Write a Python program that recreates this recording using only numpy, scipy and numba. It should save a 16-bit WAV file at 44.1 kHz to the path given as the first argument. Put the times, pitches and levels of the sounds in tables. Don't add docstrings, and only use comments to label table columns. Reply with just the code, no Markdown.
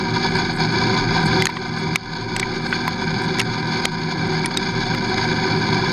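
import sys
import numpy as np
from scipy import signal
from scipy.fft import rfft, irfft
from scipy.io import wavfile
from scipy.ndimage import uniform_filter1d
from numba import njit

SR = 44100
rng = np.random.default_rng(int(sys.argv[2]) if len(sys.argv) > 2 else 0)


def unload_wav(signal):
    wavfile.write(
        sys.argv[1],
        SR,
        np.round(np.clip(np.atleast_2d(signal).T, -1, 1) * 32767).astype(np.int16),
    )


N = 261072
T = np.arange(N) / SR


def amp(db):
    return 10 ** (np.asarray(db) / 20)


def unit(x):
    return x / np.sqrt(np.mean(x ** 2) + 1e-20)


def wander(rate_hz):
    hz = np.fft.rfftfreq(N, 1 / SR)
    spectrum = rfft(rng.standard_normal(N))
    return unit(irfft(spectrum / (1 + (hz / rate_hz) ** 2), N))


def swells(rows, attack_s, release_s):
    total_db = 0
    for start, length, db in rows:
        rise = (T - start) / attack_s
        fall = 1 - (T - start - length) / release_s
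        total_db = total_db + db * np.clip(np.minimum(rise, fall), 0, 1)
    return total_db


def colour(x, gain_at, size=16384):
    log_gain = np.log(gain_at(abs(np.fft.fftfreq(size, 1 / SR))) + 1e-8)
    response = np.fft.ifft(np.exp(np.conj(signal.hilbert(log_gain)))).real
    return signal.fftconvolve(x, response[:size // 2])[:len(x)]


def ring(x, modes, count=8192):
    centre, width, db = np.transpose(modes)[:, :, None]

    def gain_at(hz):
        detune = 2 * (hz - centre) / width
        power = amp(db) ** 2 / (1 + detune ** 2 / 3) ** 3
        return np.sqrt(power.sum(0))

    warmed_up = np.r_[x[-count:], x]
    return unit(colour(warmed_up, gain_at)[count:])


def fractures(per_s, spread_db, smooth):
    sizes = amp(abs(spread_db) * np.minimum(rng.exponential(1, N), 4))
    slips = sizes * rng.choice([-1, 1], N) * (rng.random(N) < per_s / SR)
    return unit(unit(slips) + smooth * rng.standard_normal(N))


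# f/Hz, width/Hz, relative level/dB
BED_MODES = [(32.2, 11, -61), (82.6, 13, -54), (115.3, 15, -45), (160.2, 7.4, -38), (187.4, 48, -47.5),
             (313.4, 72, -51.5), (377.6, 27.2, -45.5), (517.2, 42.4, -61)]
POST_MODES = [(760.7, 64, -52.5), (952, 55.5, -50), (1012, 29.6, -52.5), (1209.5, 20, -58),
              (1140, 850, -66.5), (1554.5, 140, -53), (1692, 30, -55.5), (2082, 104, -60),
              (2308, 114, -55.5)]
INSERT_MODES = [(3330, 1160, -74), (3456, 94, -59), (3870, 270, -64), (4422, 191, -56.5), (4890, 250, -60),
                (5426, 174, -70), (6020, 136, -76), (6546, 230, -69), (6970, 160, -90), (7950, 280, -92),
                (8880, 330, -91.5), (10200, 340, -95), (10569.0, 1800, -104.2), (14179.0, 550, -106.8)]
# t/s, level/dB
CUT_EFFORT = [(0.0, -1), (0.4, 0.7), (0.68, -0.5), (0.8, 4), (1.05, 2.5), (1.38, 6.5), (1.5, -2.3),
              (2.2, 1.5), (2.62, -1.3), (3.25, 0.4), (3.55, -0.5), (4.0, -1), (4.33, 2.5), (4.55, -2),
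              (5.0, 0.2), (5.5, 3), (5.92, 4)]
# start t/s, length t/s, rise in level/dB
CHIP_CATCHES = [(0.131, 0.03, 3.5), (0.23, 0.054, 3), (0.345, 0.058, 3.5), (0.60, 0.054, 4.5),
                (0.72, 0.07, 2.5), (0.82, 0.056, 2.5), (0.96, 0.045, 4), (1.10, 0.089, 3),
                (2.10, 0.064, 2.5), (2.73, 0.032, 5), (3.72, 0.084, 4), (4.11, 0.02, 4.5), (4.80, 0.036, 3),
                (5.18, 0.05, 1), (5.73, 0.053, 2.5)]
# start t/s, length t/s, change in level/dB
CHIP_BREAKS = [(0.519, 0.052, -3), (1.042, 0.036, -3.5), (2.033, 0.06, -0.5), (2.246, 0.033, -4.5),
               (3.433, 0.023, -5.5), (4.467, 0.032, -5)]
BED_DB, POST_DB, INSERT_DB = -23.5, -26, -31
POST_FOLLOWS, INSERT_FOLLOWS = 0.78, 0.78
CATCH_ATTACK_S, CATCH_RELEASE_S = 0.005, 0.011
POST_CATCH_SHARE = 0.66
FLUTTER_DB, FLUTTER_HZ = 1.68, 25


def cutting():
    force = fractures(per_s=3500, spread_db=3.0, smooth=1.0)
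    judder = wander(rate_hz=350)
    effort_db = np.interp(T, *np.transpose(CUT_EFFORT))
    rasp_db = swells(CHIP_CATCHES + CHIP_BREAKS, CATCH_ATTACK_S, CATCH_RELEASE_S)
    rasp_db = rasp_db + FLUTTER_DB * wander(FLUTTER_HZ)

    bed = ring(force * amp(0.25 * judder), BED_MODES)
    post = ring(force * amp(1.86 * judder), POST_MODES)
    insert_judder_db = 1.05 * judder + 1.45 * wander(rate_hz=170)
    insert = ring(force * amp(insert_judder_db), INSERT_MODES)

    bed_db = BED_DB + effort_db
    post_db = POST_DB + POST_FOLLOWS * effort_db + POST_CATCH_SHARE * rasp_db
    insert_db = INSERT_DB + INSERT_FOLLOWS * effort_db + rasp_db
    return amp(bed_db) * bed + amp(post_db) * post + amp(insert_db) * insert


ONSET_MS = 0.14


def mode(hz, t60_ms, contact_ms, ms, rattle=0.032):
    decay = amp(-60 * np.maximum(ms - contact_ms / 2, 0) / t60_ms)
    swell = (1 - np.exp(-ms / ONSET_MS)) * decay
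    jolts = np.cumsum(rng.standard_normal(len(ms))) * rattle * np.sqrt(hz / 6000)
    return swell * np.sin(2 * np.pi * (hz * ms / 1000 + rng.random()) + jolts)


# t/s, relative level/dB, scrape length t/ms, low ring f/Hz, its 60 dB decay t/ms,
# high ring f/Hz, brightness level/dB (lifts the scrape and, in proportion to pitch, the high ring)
CHIP_STRIKES = [ (1.4220, -3.5, 0.71, 2070, 31, 4940, -4.5), (1.4551, -4, 0.6, 2450, 12, 6600, 2),
                (1.4691, 2, 1.02, 1790, 11, 4180, -10.5), (1.4902, -10.5, 12, 967, 62, 12100, -24),
                (1.5682, -10, 3.6, 1090, 16, 2310, -30), (1.9581, 5, 2.66, 2248, 19, 3710, -6.5),
                (2.3640, -15.5, 1.9, 2640, 8.5, 7870, 5), (2.3963, -12, 4.1, 1930, 11, 8000, -0.5),
                (2.4285, -9.5, 4.2, 2310, 33, 10500, -28), (2.7265, -5, 2.5, 1513, 42, 2190, -33),
                (2.879, -6.5, 1.4, 980, 29, 11800, -13), (3.3855, -16, 2.7, 1950, 12, 6550, -9),
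                (3.3950, -14.5, 3.9, 2330, 11, 5400, 0.5), (3.4016, -7, 3.3, 2750, 12, 9300, -12),
                (3.4143, -13, 2.2, 1820, 9.3, 6640, -6), (3.8532, -8.5, 2.8, 2010, 7.5, 3170, 2),
                (4.4440, -16, 7, 2256, 50, 8200, -25), (4.4590, -11, 0.44, 1900, 16, 9500, 1),
                (4.5725, -4, 1.32, 3780, 21, 8330, -7), (4.9478, -12, 2.6, 2110, 17, 12600, -19), ]
# f/Hz, relative level/dB
SCRAPE_COLOUR = [(300, -15), (1000, 1.5), (2000, 1), (4800, 0.5), (5800, -1.5), (8500, -9.5), (11000, -13),
                 (13500, -26), (15500, -44)]
# f/Hz, width/Hz, relative level/dB
CLATTER_MODES = [(1340, 73, -0.5), (2140, 390, 0.5), (3270, 1740, -13.5)]
CLATTER_DB, CLATTER_BUILD_MS = -3, 1.8
CLATTER_DB_PER_RING_MS = -0.2032
BRIGHT_HZ = 9400


def chips(size=2600):
    out = np.zeros(N + size)
    ms = np.arange(size) * 1000 / SR
    onset = 1 - np.exp(-ms / ONSET_MS)
    scrape_hz, scrape_db = np.transpose(SCRAPE_COLOUR)

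    def scrape_gain(hz):
        return amp(np.interp(np.log(hz + 1), np.log(scrape_hz), scrape_db))

    grit = unit(colour(rng.standard_normal(N + size), scrape_gain))
    clatter = ring(rng.standard_normal(N + size), CLATTER_MODES)
    for s, db, contact_ms, low_hz, low_ms, high_hz, bright_db in CHIP_STRIKES:
        start = round(s * SR)
        span = slice(start, start + size)
        after_ms = np.maximum(ms - contact_ms, 0)
        scrape = amp(bright_db - 3.5) * grit[span] * onset * np.exp(-after_ms / 1.45)
        clatter_gain = amp(CLATTER_DB + CLATTER_DB_PER_RING_MS * low_ms)
        clatter_gain = clatter_gain * np.tanh(contact_ms / CLATTER_BUILD_MS)
        dull = clatter_gain * clatter[span] * onset * amp(-60 * after_ms / low_ms)
        low = amp(-3.5) * mode(low_hz, low_ms, contact_ms, ms)
        high_db = bright_db * high_hz / BRIGHT_HZ - 5.0
        high = amp(high_db) * mode(high_hz, 15.0, contact_ms, ms)
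        out[span] += amp(db) * (scrape + dull + low + high)
    return out[:N]


# t/s at its strongest, level/dB above which the steady prickle adds,
# half-length t/s (to 1/e)
SWARF_BRUSHES = [(0.363, -55, 0.027), (0.568, -51, .03), (1.257, -43, 0.021), (1.366, -64, 0.044),
                 (1.793, -57, 0.013), (2.685, -56, 0.037), (3.23, -55, 0.025), (5.096, -59, 0.014),
                 (5.76, -67, 0.062)]


def swarf():
    brushing = sum(amp(db) * np.exp(-((T - s) / length) ** 2) for s, db, length in SWARF_BRUSHES)
    prickle = fractures(per_s=470, spread_db=2.0, smooth=1.0)
    prickle = prickle * amp(6.9 * np.tanh(wander(rate_hz=35)))
    # f/Hz, width/Hz, relative level/dB
    curl_modes = [(8360, 1440, 4.5), (10300, 1000, -4), (13700, 1800, -11.5)]
    return (amp(-63) + brushing) * ring(prickle, curl_modes)


# f/Hz, relative level/dB
MOTOR_HUM = [(120, -38), (240.2, -30.5), (360.2, -45.5), (480.2, -78.5), (600.3, -54), (1272, -63)]
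# start t/s, length t/s, rise in level/dB
RUMBLE_SWELLS = [(0.25, 0.93, 5), (2.0, 0.51, 10), (4.55, 0.22, 10)]
RUMBLE_DB, RUMBLE_ATTACK_S, RUMBLE_RELEASE_S = -41.5, 0.093, 0.15


def motor():
    hum = 0
    for hz, db in MOTOR_HUM:
        level = amp(db + 1.0 * wander(rate_hz=24.0))
        hum = hum + level * np.sin(2 * np.pi * hz * T + 0.043 * wander(rate_hz=18.0))
    throb = np.sin(2 * np.pi * 32.3 * T + 1.3 * wander(rate_hz=5.0))
    throb_db = RUMBLE_DB + swells(RUMBLE_SWELLS, RUMBLE_ATTACK_S, RUMBLE_RELEASE_S)
    throb_db = throb_db + 3.2 * wander(rate_hz=5.4)
    return amp(1.5) * hum + amp(throb_db) * throb


def scene():
    return (cutting() + chips() + swarf() + motor())[None]


@njit
def recover(over, keep):
    held = over.copy()
    for i in range(1, len(held)):
        held[i] = max(over[i], held[i - 1] * keep)
    return held


def limiter(x, threshold_db, recovery_s, attack_s, size=90):
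    power_db = 10 * np.log10(abs(uniform_filter1d(x ** 2, size)) + 1e-12)
    over_db = np.maximum(power_db - threshold_db, 0)
    cut_db = recover(over_db, np.exp(-1 / (recovery_s * SR)))
    lag = np.exp(-1 / (attack_s * SR))
    smooth_cut_db = signal.lfilter([1 - lag], [1, -lag], cut_db)
    return x * amp(-smooth_cut_db)


def record(dry):
    x = limiter(dry[0], threshold_db=-12.0, recovery_s=0.32, attack_s=0.0018)
    ceiling = 0.59
    x = x / (1 + (x / ceiling) ** 6) ** (1 / 6)
    low_pass = signal.firwin(301, 15250, window=("kaiser", 9), fs=SR)
    return signal.oaconvolve(x, low_pass, "same")[None]


dry = scene()
out = record(dry)
unload_wav(out)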